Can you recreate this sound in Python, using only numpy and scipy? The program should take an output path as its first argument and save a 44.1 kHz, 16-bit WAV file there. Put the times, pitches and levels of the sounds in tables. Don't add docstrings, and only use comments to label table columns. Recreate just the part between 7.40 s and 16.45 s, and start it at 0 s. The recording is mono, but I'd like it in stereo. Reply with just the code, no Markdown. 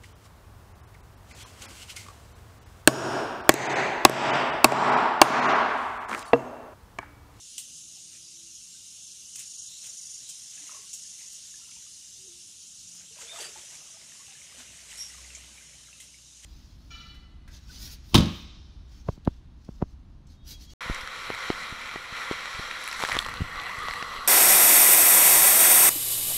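import sys
import numpy as np
from scipy import signal
from scipy.fft import rfft, irfft, next_fast_len
from scipy.io import wavfile
from scipy.ndimage import uniform_filter1d, minimum_filter1d, map_coordinates

SR = 44100
rng = np.random.default_rng(int(sys.argv[2]) if len(sys.argv) > 2 else 0)


def volts_from_db(level):
    exponent = np.asarray(level, float) / 20
    return 10 ** exponent


def output_pcm(signal):
    pcm = np.clip(np.atleast_2d(signal).T, -1, 1) * 32767
    wavfile.write(sys.argv[1], SR, np.round(pcm).astype(np.int16))


N = 399105


def unit(x):
    return x / np.sqrt(np.mean(x ** 2) + 1e-20)


def along(points, hz):
    f, v = np.transpose(points)
    return np.interp(np.log(hz + 1), np.log(f + 1), v)


def curves(rows):
    s, *cols = np.transpose(rows)
    return [np.interp(np.arange(N) / SR, s, c) for c in cols]


def crests(base_db, rows):
    t = np.arange(N) / SR
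    for s, db, climb, ebb in rows:
        base_db = np.maximum(base_db, db - np.maximum(climb * (s - t), ebb * (t - s)))
    return base_db


def wobble(rate):
    knots = rng.standard_normal(int(N * rate / SR) + 4)
    return map_coordinates(knots, [np.arange(N) * rate / SR])


def filtered(x, response):
    m = next_fast_len(x.shape[-1] + 8192)
    return irfft(rfft(x, m) * response(np.fft.rfftfreq(m, 1 / SR)), m)[..., :x.shape[-1]]


def spread(pair, lag):
    # frequency in Hz, likeness from 0 to 1.
    alike = [(60, 0.92), (300, 1), (700, 0.44), (1500, 0.56), (2800, 0.077), (4100, 0.21), (6500, 0.41),
             (8000, 0.12), (14000, 0.041)]

    def shares(hz):
        like = along(alike, hz)
        early = np.exp(2j * np.pi * hz * lag / SR)
        return np.array([like * early, np.sqrt(1 - like ** 2)])

    left = filtered(pair, shares).sum(0)
    return np.array([left, pair[0]])


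def rush(spectrum, patchy_db, spiky=0.):
    noise = rng.standard_normal((2, N)) * volts_from_db(spiky * wobble(700))
    z = signal.stft(noise, nperseg=512)[2]
    field = uniform_filter1d(rng.standard_normal(z.shape[1:]), size=5, axis=0)
    field = uniform_filter1d(field, size=10, axis=1)
    pair = signal.istft(z * volts_from_db(patchy_db * unit(field)), nperseg=512)[1][:, :N]
    return unit(filtered(pair, lambda hz: volts_from_db(along(spectrum, hz))))


def rings(s, gain, hz, cycles, rise):
    t = np.arange(1600) / SR
    age = t * (hz / cycles)[:, None]
    envelope = np.exp(-3 * age) * (1 - np.exp(-14 * age))
    turn = 2 * np.pi * cycles[:, None] * (age + rise * age * age / 2)
    wave = gain[:, None] * envelope * np.sin(turn)
    at = (s * SR).astype(int)[:, None] + np.arange(len(t))
    return np.bincount(at.ravel(), wave.ravel(), N + len(t))[:N]


def tone(rows, orders, rough):
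    hz, db = curves(rows)
    t = np.arange(N) / SR
    on = np.clip(np.minimum(t - rows[0][0], rows[-1][0] + 0.0063 - t) / 0.0031, 0, 1)
    turn = 2 * np.pi * np.cumsum(hz) / SR
    partials = sum(volts_from_db(g) * (1 + rough()) * np.sin(k * turn) for k, g in orders)
    return np.sqrt(2) * on * volts_from_db(db) * partials


def stirred_water():
    # frequency in Hz, level in dB per Hz.
    pond = [(150, -47), (250, -14), (441, 3.5), (720, -21), (875, -1.5), (1620, 5), (3560, -33),
            (4000, -17), (5200, -38), (8800, -120)]
    # frequency in Hz, level in dB per Hz.
    mesh = [(1200, -25.5), (2000, -4.5), (3000, -5.5), (5000, -10.5), (8000, -4.5), (11000, -17.5),
            (14500, -27)]
    # time in seconds, stirred water in dB, spray in dB.
    wading = [(0, -71, -70), (1.3, -72.5, -84), (2.6, -67.5, -58.5), (3.95, -68, -56.5), (4.16, -68, -57),
              (4.5, -70.5, -59.5), (5.72, -71, -82), (5.84, -54, -50), (6.4, -58, -55), (7.1, -62, -47.5),
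              (7.48, -57, -47), (8.0, -57.5, -48), (8.6, -64.5, -56.5), (8.8, -67, -69), (9.05, -67, -54)]
    # crest in seconds, water
    # in dB, spray in dB, build-up in dB per second, ebb in dB per second.
    surges = [(.75, -68, -48.5, 300, 253), (2.0, -62.5, -46.5, 198, 196), (2.44, -59, -51, 400, 64),
              (3.33, -57, -46.5, 41, 70), (3.8, -64, -48, 244.5, 100), (5.62, -60, -54, 68, 158),
              (5.82, -49, -42, 193, 100), (6.0, -41.5, -36, 110, 106), (6.18, -51.5, -43.5, 88, 73),
              (6.35, -54, -43.5, 73, 250), (7.21, -50.5, -43, 72, 140), (7.51, -53, -40.5, 300, 26),
              (7.6, -62, -41, 120, 102), (8.22, -60.5, -49.5, 50, 42), (9.05, -61, -41, 500, 100)]
    calm_db, drain_db = curves(wading)
    slosh_db = crests(calm_db, [(s, db, climb, ebb) for s, db, _, climb, ebb in surges])
    spray_db = crests(drain_db, [(s, db, climb, ebb) for s, _, db, climb, ebb in surges])
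    swarm = []
    for start, size, pitch, length in rng.random((2, 5000, 4)).transpose(0, 2, 1):
        gain = volts_from_db(-2.8 * np.log(size + 0.03))
        swarm.append(rings(start * (N / SR), gain, 500 * 7.02 ** pitch, 4 + 9 * length, rise=0.22))
    wash = .7 * rush(pond, patchy_db=1.5, spiky=3) + .8 * unit(np.array(swarm))
    spray = volts_from_db(spray_db - 4) * rush(mesh, patchy_db=1.6, spiky=2.6)
    return spread(volts_from_db(slosh_db - 6.5) * wash + spray, lag=2.5)


def bubbles_and_drips():
    # start in seconds, peak in dB, pitch in Hz, length in cycles.
    bubbles = [(1.346, -59, 1570, 33), (3.209, -59, 293, 25), (3.345, -45, 1140, 21),
               (3.369, -48, 1090, 21), (4.215, -59, 1370, 45), (4.364, -58, 936, 20), (5.82, -53, 550, 21),
               (5.822, -52, 483, 22), (5.848, -52.5, 480, 16), (5.998, -44, 460, 14), (6.012, -47, 389, 17),
               (6.17, -55, 369, 16), (6.806, -51, 1125, 20), (6.91, -55, 800, 25), (6.158, -42.5, 880, 23),
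               (6.541, -56.5, 667, 43), (6.791, -58, 1103, 46), (6.881, -56, 810, 25),
               (7.779, -53, 1100, 27), (8.209, -51, 1620, 31), (8.483, -50.5, 1657, 21)]
    # start in seconds, peak in dB, pitch in Hz.
    glugs = [(.57, -62, 790), (3.294, -41.5, 1306), (3.317, -47, 1055), (3.35, -59, 626), (3.39, -59, 424),
             (4.2, -66, 1030), (4.275, -61, 1030), (4.291, -54, 1370), (4.865, -57.5, 436),
             (5.609, -55, 1600), (5.707, -57, 449), (5.767, -52, 614), (5.787, -46, 980),
             (5.817, -44, 1460), (5.85, -55, 645), (5.96, -39.5, 1270), (6.339, -54, 970),
             (6.569, -52, 830), (6.72, -45, 1830), (4.465, -60, 1240), (7.179, -54, 251),
             (7.745, -47.5, 1240), (4.235, -62, 1400), (4.405, -60, 1900), (4.425, -58, 1550),
             (4.245, -56, 2450), (3.81, -64, 910), (3.84, -61, 1040), (4.19, -65, 1000), (5.606, -63, 850),
             (5.78, -55, 1320), (6.412, -54, 1240), (6.487, -55, 1150), (6.542, -55, 1240),
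             (7.124, -53, 1190), (7.327, -56, 696), (7.525, -57, 875), (7.792, -52, 1080), (7.97, -57, 630),
             (8.037, -55, 1470), (8.395, -62, 1140), (8.487, -53, 1360), (8.56, -60, 1300),
             (3.292, -49, 1080), (3.33, -58, 600)]
    # start in seconds, peak in dB, pitch in Hz.
    drips = [(3.815, -48, 2040), (4.1402, -48.5, 1760), (4.256, -43, 2800), (4.314, -36.5, 3300),
             (4.317, -45, 2320), (4.362, -49, 2530), (5.726, -42, 2800), (5.779, -40, 2730),
             (5.8204, -43, 3100), (5.874, -39, 3050), (5.8933, -37, 2400), (5.962, -46, 2020),
             (6.6141, -43.5, 2140), (6.8675, -39, 2900), (6.907, -40, 2830), (6.9523, -46, 2780),
             (7.0167, -42, 2190), (7.2816, -38, 2800), (7.3859, -46, 1913), (7.718, -39, 2880),
             (7.8465, -40, 2073), (7.9042, -35.5, 2720), (7.95, -36.5, 2310), (8.009, -40, 2820),
             (8.0438, -37, 2970), (8.1759, -40.5, 2363), (8.529, -36, 2740), (8.6027, -42, 2080),
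             (8.743, -42.5, 2270), (3.132, -46, 2590), (3.176, -51, 1740), (3.177, -42, 2680),
             (3.267, -49, 2130), (3.279, -40, 2850), (3.65, -56, 1760), (4.287, -43, 3450),
             (4.32, -44, 2740), (4.365, -45, 2830), (4.421, -54, 2300), (5.617, -53, 2260),
             (6.342, -46, 2460), (6.406, -42, 2780), (6.442, -46, 2760), (6.697, -51, 2000),
             (6.932, -44, 2740), (6.951, -49, 1750), (7.198, -49, 1550), (7.516, -36, 2850),
             (7.527, -40, 1920), (7.702, -44, 2000), (7.737, -44, 1990), (8.183, -42, 2400),
             (8.224, -45, 2085), (8.253, -49, 2070), (8.29, -47, 2410), (8.332, -47, 2280),
             (8.471, -49, 2170), (8.601, -45, 3180), (8.683, -45, 2700)]
    gulps = [(*row, 15.3) for row in glugs]
    drops = [(s, db, hz, 16.4 * 2800 / hz) for s, db, hz in drips]
    s, db, hz, cycles = np.transpose(bubbles + gulps + drops)
    return rings(s, volts_from_db(db + 2.0), hz * 0.97, np.clip(cycles, 2, 40), rise=0.051)


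def gurgle():
    # time in seconds, pitch in Hz, level in dB.
    gurgles = [
        [(3.395, 1026, -72), (3.42, 1097, -71), (3.43, 1100, -72), (3.45, 1143, -72), (3.48, 1150, -79)],
        [(5.84, 704, -71), (5.89, 662, -61), (5.91, 634, -61), (5.945, 675, -54), (5.975, 700, -64),
         (6.05, 627, -66), (6.1, 620, -65)],
        [(5.975, 857, -58), (6.0, 935, -55), (6.01, 950, -63)],
        [(6.02, 2000, -57), (6.04, 1890, -53), (6.062, 1640, -57)],
        [(5.985, 3000, -50), (6.0, 2900, -48), (6.03, 2980, -56), (6.055, 2910, -52), (6.09, 2930, -57)],
        [(6.05, 365, -61), (6.09, 445, -64.5), (6.14, 450, -70)],
    ]
    return sum(tone(rows, [(1, -2), (.93, -8)], lambda: .9 * wobble(110)) for rows in gurgles)


def snaps():
    # start in seconds, peak in dB, dull share in
    # dB, t60 in seconds, top lift in dB.
    cracks = [(0.1802, -20, -10.5, 0.028, -1.5), (0.1862, -34.5, -16, 0.19, 3.5),
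              (1.9565, -26.5, -16.5, 0.059, -2), (1.9913, -29, -16, 0.05, 0.5),
              (1.998, -32.5, -12, 0.11, -2), (2.4402, -37, -9, 0.1, -1), (2.4668, -33, -21, 0.066, -1),
              (2.8893, -27, -20, 0.022, -5), (2.8938, -29.5, -17, 0.093, -4), (2.907, -40, -22, .08, -4),
              (3.5301, -30, -18, 0.16, -4), (3.537, -35, -20, 0.1, 1), (3.93, -37, -25, .08, -2),
              (5.55, -48, -25, .08, 6), (5.8, -37, -12, 0.05, -4), (5.805, -34, -17, 0.26, -11),
              (6.0053, -36.5, -6, 0.28, 1), (7.1914, -44, -1, 0.13, -2), (7.528, -51, -7, 0.05, 0),
              (7.572, -42, -13, 0.45, 2), (7.949, -31, -17, 0.096, -16), (8.6008, -40.5, -10.5, 0.23, -1)]
    # frequency in Hz, level in dB per Hz.
    twig_high = [(3700, -24), (5500, 9.5), (7000, 8), (9500, 5), (12000, -6.5), (15000, 4)]
    # frequency in Hz, level in dB per Hz.
    twig_low = [(300, -49), (1000, -29), (2000, -17), (2600, -6), (3200, 0), (4000, -6), (4800, -6),
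                (6000, -44)]
    out = np.zeros(N + SR)
    t = np.arange(SR // 4) / SR
    for s, db, low_db, t60, top_db in cracks:
        decay = volts_from_db(-60 * t / t60) + 1.7 * volts_from_db(-60 * t / 0.0048)
        attack = 1 - np.exp(-t / .001)
        crackle = rng.standard_normal((2, len(t))) * decay * attack

        def bands(hz):
            lift = top_db * np.clip((hz - 7400) / 1200, 0, 1)
            return volts_from_db(np.array([along(twig_high, hz) + lift, along(twig_low, hz) + low_db + 20.0]))

        bright, dull = filtered(crackle, bands)
        out[round(s * SR):][:len(t)] += volts_from_db(db - 4.5) * (bright + dull)
    return out[:N]


def phrases():
    # start in seconds, end in seconds, top level in dB, one pause between throbs in seconds.
    calls = [(.27, 0.762, -52.5, .30), (0.875, 1.247, -51.5, 1.011), (1.348, 1.762, -52, 1.7),
             (1.873, 2.261, -43.5, 2.09), (2.335, 2.76, -43.5, 2.524), (2.877, 3.34, -47.5, 3.09),
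             (3.468, 3.97, -47, 3.4), (3.97, 4.183, -50.5, 3.8), (4.2, 4.58, -55, 4.3),
             (4.72, 5.076, -55, 4.9), (5.14, 5.578, -51, 5.3), (6.1, 6.47, -54.5, 6.2),
             (6.55, 7.025, -56.5, 6.8), (7.08, 7.3, -63, 7.2), (8.02, 8.438, -61, 8.2),
             (8.74, 9.05, -59, 8.9)]
    t = np.arange(N) / SR
    columns = np.transpose(calls)
    current = np.clip(np.searchsorted(columns[0], t) - 1, 0, None)
    start, end, top_db, pause = columns[:, current]
    rising = np.minimum(-10 + 63 * (t - start), 5.5 * (t - end))
    effort_db = top_db + np.minimum(rising, 155 * (end - t))
    throb_hz = 24.3
    return effort_db, throb_hz * (t - pause)


def near_cicada():
    # centre in Hz, width in Hz, level in dB.
    tymbal = [(5663, 175, -0.5), (5900, 59, -18), (6090, 370, -4.5), (6700, 220, 2), (7070, 77, 4.5),
              (9180, 1020, -10)]

    def body(f):
        modes = 0
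        for k, (centre, width, db) in enumerate(tymbal):
            ring = 1j * f * width
            modes = modes + (-1) ** k * volts_from_db(db) * ring / (centre * centre - f * f + ring)
        return modes

    effort_db, phase = phrases()
    gate = np.clip(np.abs(np.sin(np.pi * phase)) / 0.6, .12, 1) ** 1.4
    buckles_hz = 345 + 6 * wobble(20)
    clicks = np.diff(np.floor(np.cumsum(buckles_hz) / SR), prepend=0)
    rasp = .6 * unit(clicks) + rng.standard_normal((2, N))
    return volts_from_db(effort_db + 1.0) * unit(filtered(gate * rasp, body))


def far_cicadas():
    # time in seconds, level in dB.
    chorus = [(0, -45), (.38, -44), (.73, -46.5), (2.0, -44.5), (3.4, -43.5), (4.5, -45.5), (5.6, -47.5),
              (6.05, -45), (7.2, -49.5), (7.74, -47.5), (8.0, -50.5), (9.05, -52)]
    # frequency in Hz, level in dB per Hz.
    high = [(1500, -50), (2500, -51), (2680, -13.5), (3100, -11.5), (4000, -11), (4750, -7), (5100, -4),
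            (6000, -2.5), (6630, -1.5), (7300, -3.5), (7800, -8), (9500, -9.5), (11400, -21),
            (14200, -27.5)]
    # frequency in Hz, level in dB per Hz.
    low = [(3000, -40), (3450, -9), (3700, 0), (3900, -2), (4150, 0), (4400, -10), (5000, -35)]
    # crest in seconds, level in dB.
    low_calls = [
        (2.3, -48),
        (2.85, -53),
        (3.3, -60),
        (4.0, -59),
    ]
    (high_db,) = curves(chorus)
    low_db = crests(-63, [(s, db, 206, 53) for s, db in low_calls])
    hiss = volts_from_db(high_db) * rush(high, patchy_db=2.0, spiky=0.26)
    return hiss + volts_from_db(low_db) * rush(low, patchy_db=2.6, spiky=0.45)


def birds():
    # time in seconds, pitch in Hz, level in dB.
    chirps = [
        [(5.875, 3400, -59), (5.89, 3520, -53), (5.91, 3650, -51), (5.972, 3560, -59)],
        [(5.998, 4620, -50), (6.01, 4660, -46), (6.05, 4700, -50), (6.085, 4680, -54)],
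        [(7.56, 5150, -58), (7.58, 5400, -50), (7.595, 5620, -45), (7.612, 5540, -38.5), (7.627, 5525, -40),
         (7.642, 5520, -47.5), (7.665, 5515, -48), (7.675, 5510, -55), (7.705, 5500, -55)],
    ]
    flutter = lambda: .5 * wobble(360)
    two_sided = [(1, 0), (1.037, -5), (.9, -15), (.86, -19), (2, -22), (2.07, -25)]
    loud = tone(chirps[2], two_sided, flutter)
    small = sum(tone(rows, [(1, 2.2), (2, -15)], flutter) for rows in chirps[:2])
    return volts_from_db(8.0) * loud + volts_from_db(7.5) * small


def traffic():
    # time in seconds, whine in Hz, its level in dB, octave level in dB.
    bike_runs = [
        [(0.0, 256.7, -93, -91), (0.32, 261, -74, -87), (0.52, 325.8, -84, -86), (.8, 330, -81, -91),
         (1.05, 333, -70.5, -98), (1.2, 328, -89, -100)],
        [(4.7, 354.8, -83, -99), (4.875, 389, -65, -90), (4.89, 342, -65, -86), (5.0, 357, -78, -95),
         (5.12, 354, -83, -99)],
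    ]
    # time in seconds, pitch in Hz, level in dB.
    drones = [
        [(0.0, 155, -82), (1.33, 167.8, -73.5), (1.42, 168.7, -96), (1.55, 174.6, -75), (1.95, 174.4, -78)],
        [(5.35, 175, -89), (5.544, 175.5, -67.5), (5.85, 179.4, -77.5)],
        [(7.6, 160, -75), (7.702, 152.2, -75), (8.4, 152.3, -82), (9.05, 155, -81)],
        [(7.9, 125.3, -86), (8.5, 122.5, -72.5), (9.05, 122.4, -73)],
        [(8.2, 277.4, -86), (8.35, 276, -78), (9.05, 276, -86)],
        [(7.7, 280, -86), (7.95, 297, -77), (8.1, 295, -88)],
    ]
    # time in seconds, firing rate in Hz, level in dB.
    revs = [(7.0, 70.6, -84), (7.14, 64.4, -71), (7.42, 64.5, -71), (7.5, 50.1, -70), (7.72, 63.2, -64.5),
            (7.79, 62.6, -58), (8.01, 64.1, -59), (8.26, 60.94, -69.5), (9.05, 61.2, -68.5)]
    # multiple of the firing rate, level in dB.
    engine_orders = [(1, 4), (1.5, -22), (2, -26), (2.5, -19), (3, -22), (4, -18.5), (4.5, -23.5),
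                     (5.5, -24), (7, -25), (9, -28)]
    whines = [[(s, k * hz, dbs[k - 1]) for s, hz, *dbs in rows] for rows in bike_runs for k in (1, 2)]
    bike = sum(tone(rows, [(1, 1.8)], lambda: 0.21 * wobble(14)) for rows in whines)
    motors = sum(tone(rows, [(1, 0)], lambda: .5 * wobble(14)) for rows in drones)
    truck = tone(revs, engine_orders, lambda: 0.067 * wobble(13))
    return bike + motors + truck


def open_air():
    # frequency in Hz, level in dB per Hz.
    colour = [(15, -34), (25, 0), (168, -0.5), (345, -10), (456, -16), (569, -17), (629, -28), (695, -30),
              (1120, -17.5), (1520, -14), (1850, -13), (2560, -4.5), (3000, 0.5), (3900, -28), (6600, -120)]
    # time in seconds, level in dB.
    air_db = [(0.0, -65), (4.11, -66.5), (5.64, -65.5), (7.03, -64), (7.96, -62), (8.24, -63),
              (9.05, -67.5)]
    return volts_from_db(curves(air_db)[0] + 3.5) * spread(rush(colour, patchy_db=1.5), lag=10.8)


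def yard(x):
    # frequency in Hz, t60 in seconds.
    t60 = [(300, 0.3), (3000, 0.27), (12000, 0.097)]
    hz, t, z = signal.stft(rng.standard_normal((2, SR // 2)), SR, nperseg=256)
    tail = signal.istft(z * volts_from_db(-60 * t / along(t60, hz)[:, None]), SR, nperseg=256)[1]
    late = np.pad(x, (250, 0))[None]
    return signal.fftconvolve(late, tail / np.linalg.norm(tail[0]), axes=1)[:, :N]


def scene():
    near = bubbles_and_drips() + gurgle() + snaps()
    song = birds()
    direct = np.array([near + song, np.roll(near + song, shift=5)])
    walls = spread(yard(volts_from_db(-8) * near + volts_from_db(-15) * song), lag=5)
    cicadas = spread(far_cicadas() + near_cicada(), lag=14.0)
    return direct + walls + stirred_water() + cicadas + traffic() + open_air()


def starve(x):
    # frequency in Hz, dB under the loudest band.
    partial_floor = [(300, -40), (1000, -31), (1800, -26), (2450, -18), (2800, -21), (4600, -19),
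                     (6500, -19), (11300, -26), (12000, -21.5), (14300, -22.5)]
    # frequency in Hz, dB under the loudest band.
    centre_floor = [(1500, -36), (1800, -28), (2100, -24.5), (2480, -19.5), (2650, -22), (2800, -30),
                    (4100, -25), (4300, -14.5), (4800, -14.5), (5000, -25)]
    hz, _, z = signal.stft(x, SR, nperseg=2048)
    power = uniform_filter1d(np.abs(z) ** 2, size=3, axis=1)
    loudest = uniform_filter1d(power, size=140, axis=1).max(axis=1, keepdims=True)
    mid = z.mean(0)
    centre = uniform_filter1d(np.abs(mid) ** 2, size=7, axis=0)
    top = uniform_filter1d(centre, size=140, axis=0).max(axis=0)
    kept = 1 * (centre > top * volts_from_db(2 * along(centre_floor, hz))[:, None])
    z = z - mid * (1 - minimum_filter1d(kept, size=5, axis=0))
    audible = power > loudest * volts_from_db(2 * along(partial_floor, hz))[:, None]
    return signal.istft(z * audible, SR, nperseg=2048)[1][:, :N]


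def low_pass(x):
    return signal.sosfilt(signal.butter(12, 15370, fs=SR, output="sos"), x)


def record(dry):
    # frequency in Hz, left minus right in dB.
    left_db = [(60, -6), (92, -3.5), (140, -3), (210, -5), (330, -3), (500, -3.5), (760, -2.5), (1160, -4),
               (1780, -3), (2710, -8.5), (4150, -7.5), (6330, -3.5), (9670, -17.5), (14800, -4.5)]

    def microphones(hz):
        left = volts_from_db(along(left_db, hz))
        band = (hz < 14330) / np.sqrt(1 + (48 / (hz + 1)) ** 8)
        return np.array([left, 1 + 0 * hz]) * 2 / (1 + left) * band

    return low_pass(starve(filtered(dry, microphones)))


dry = scene()
out = record(dry)
output_pcm(out)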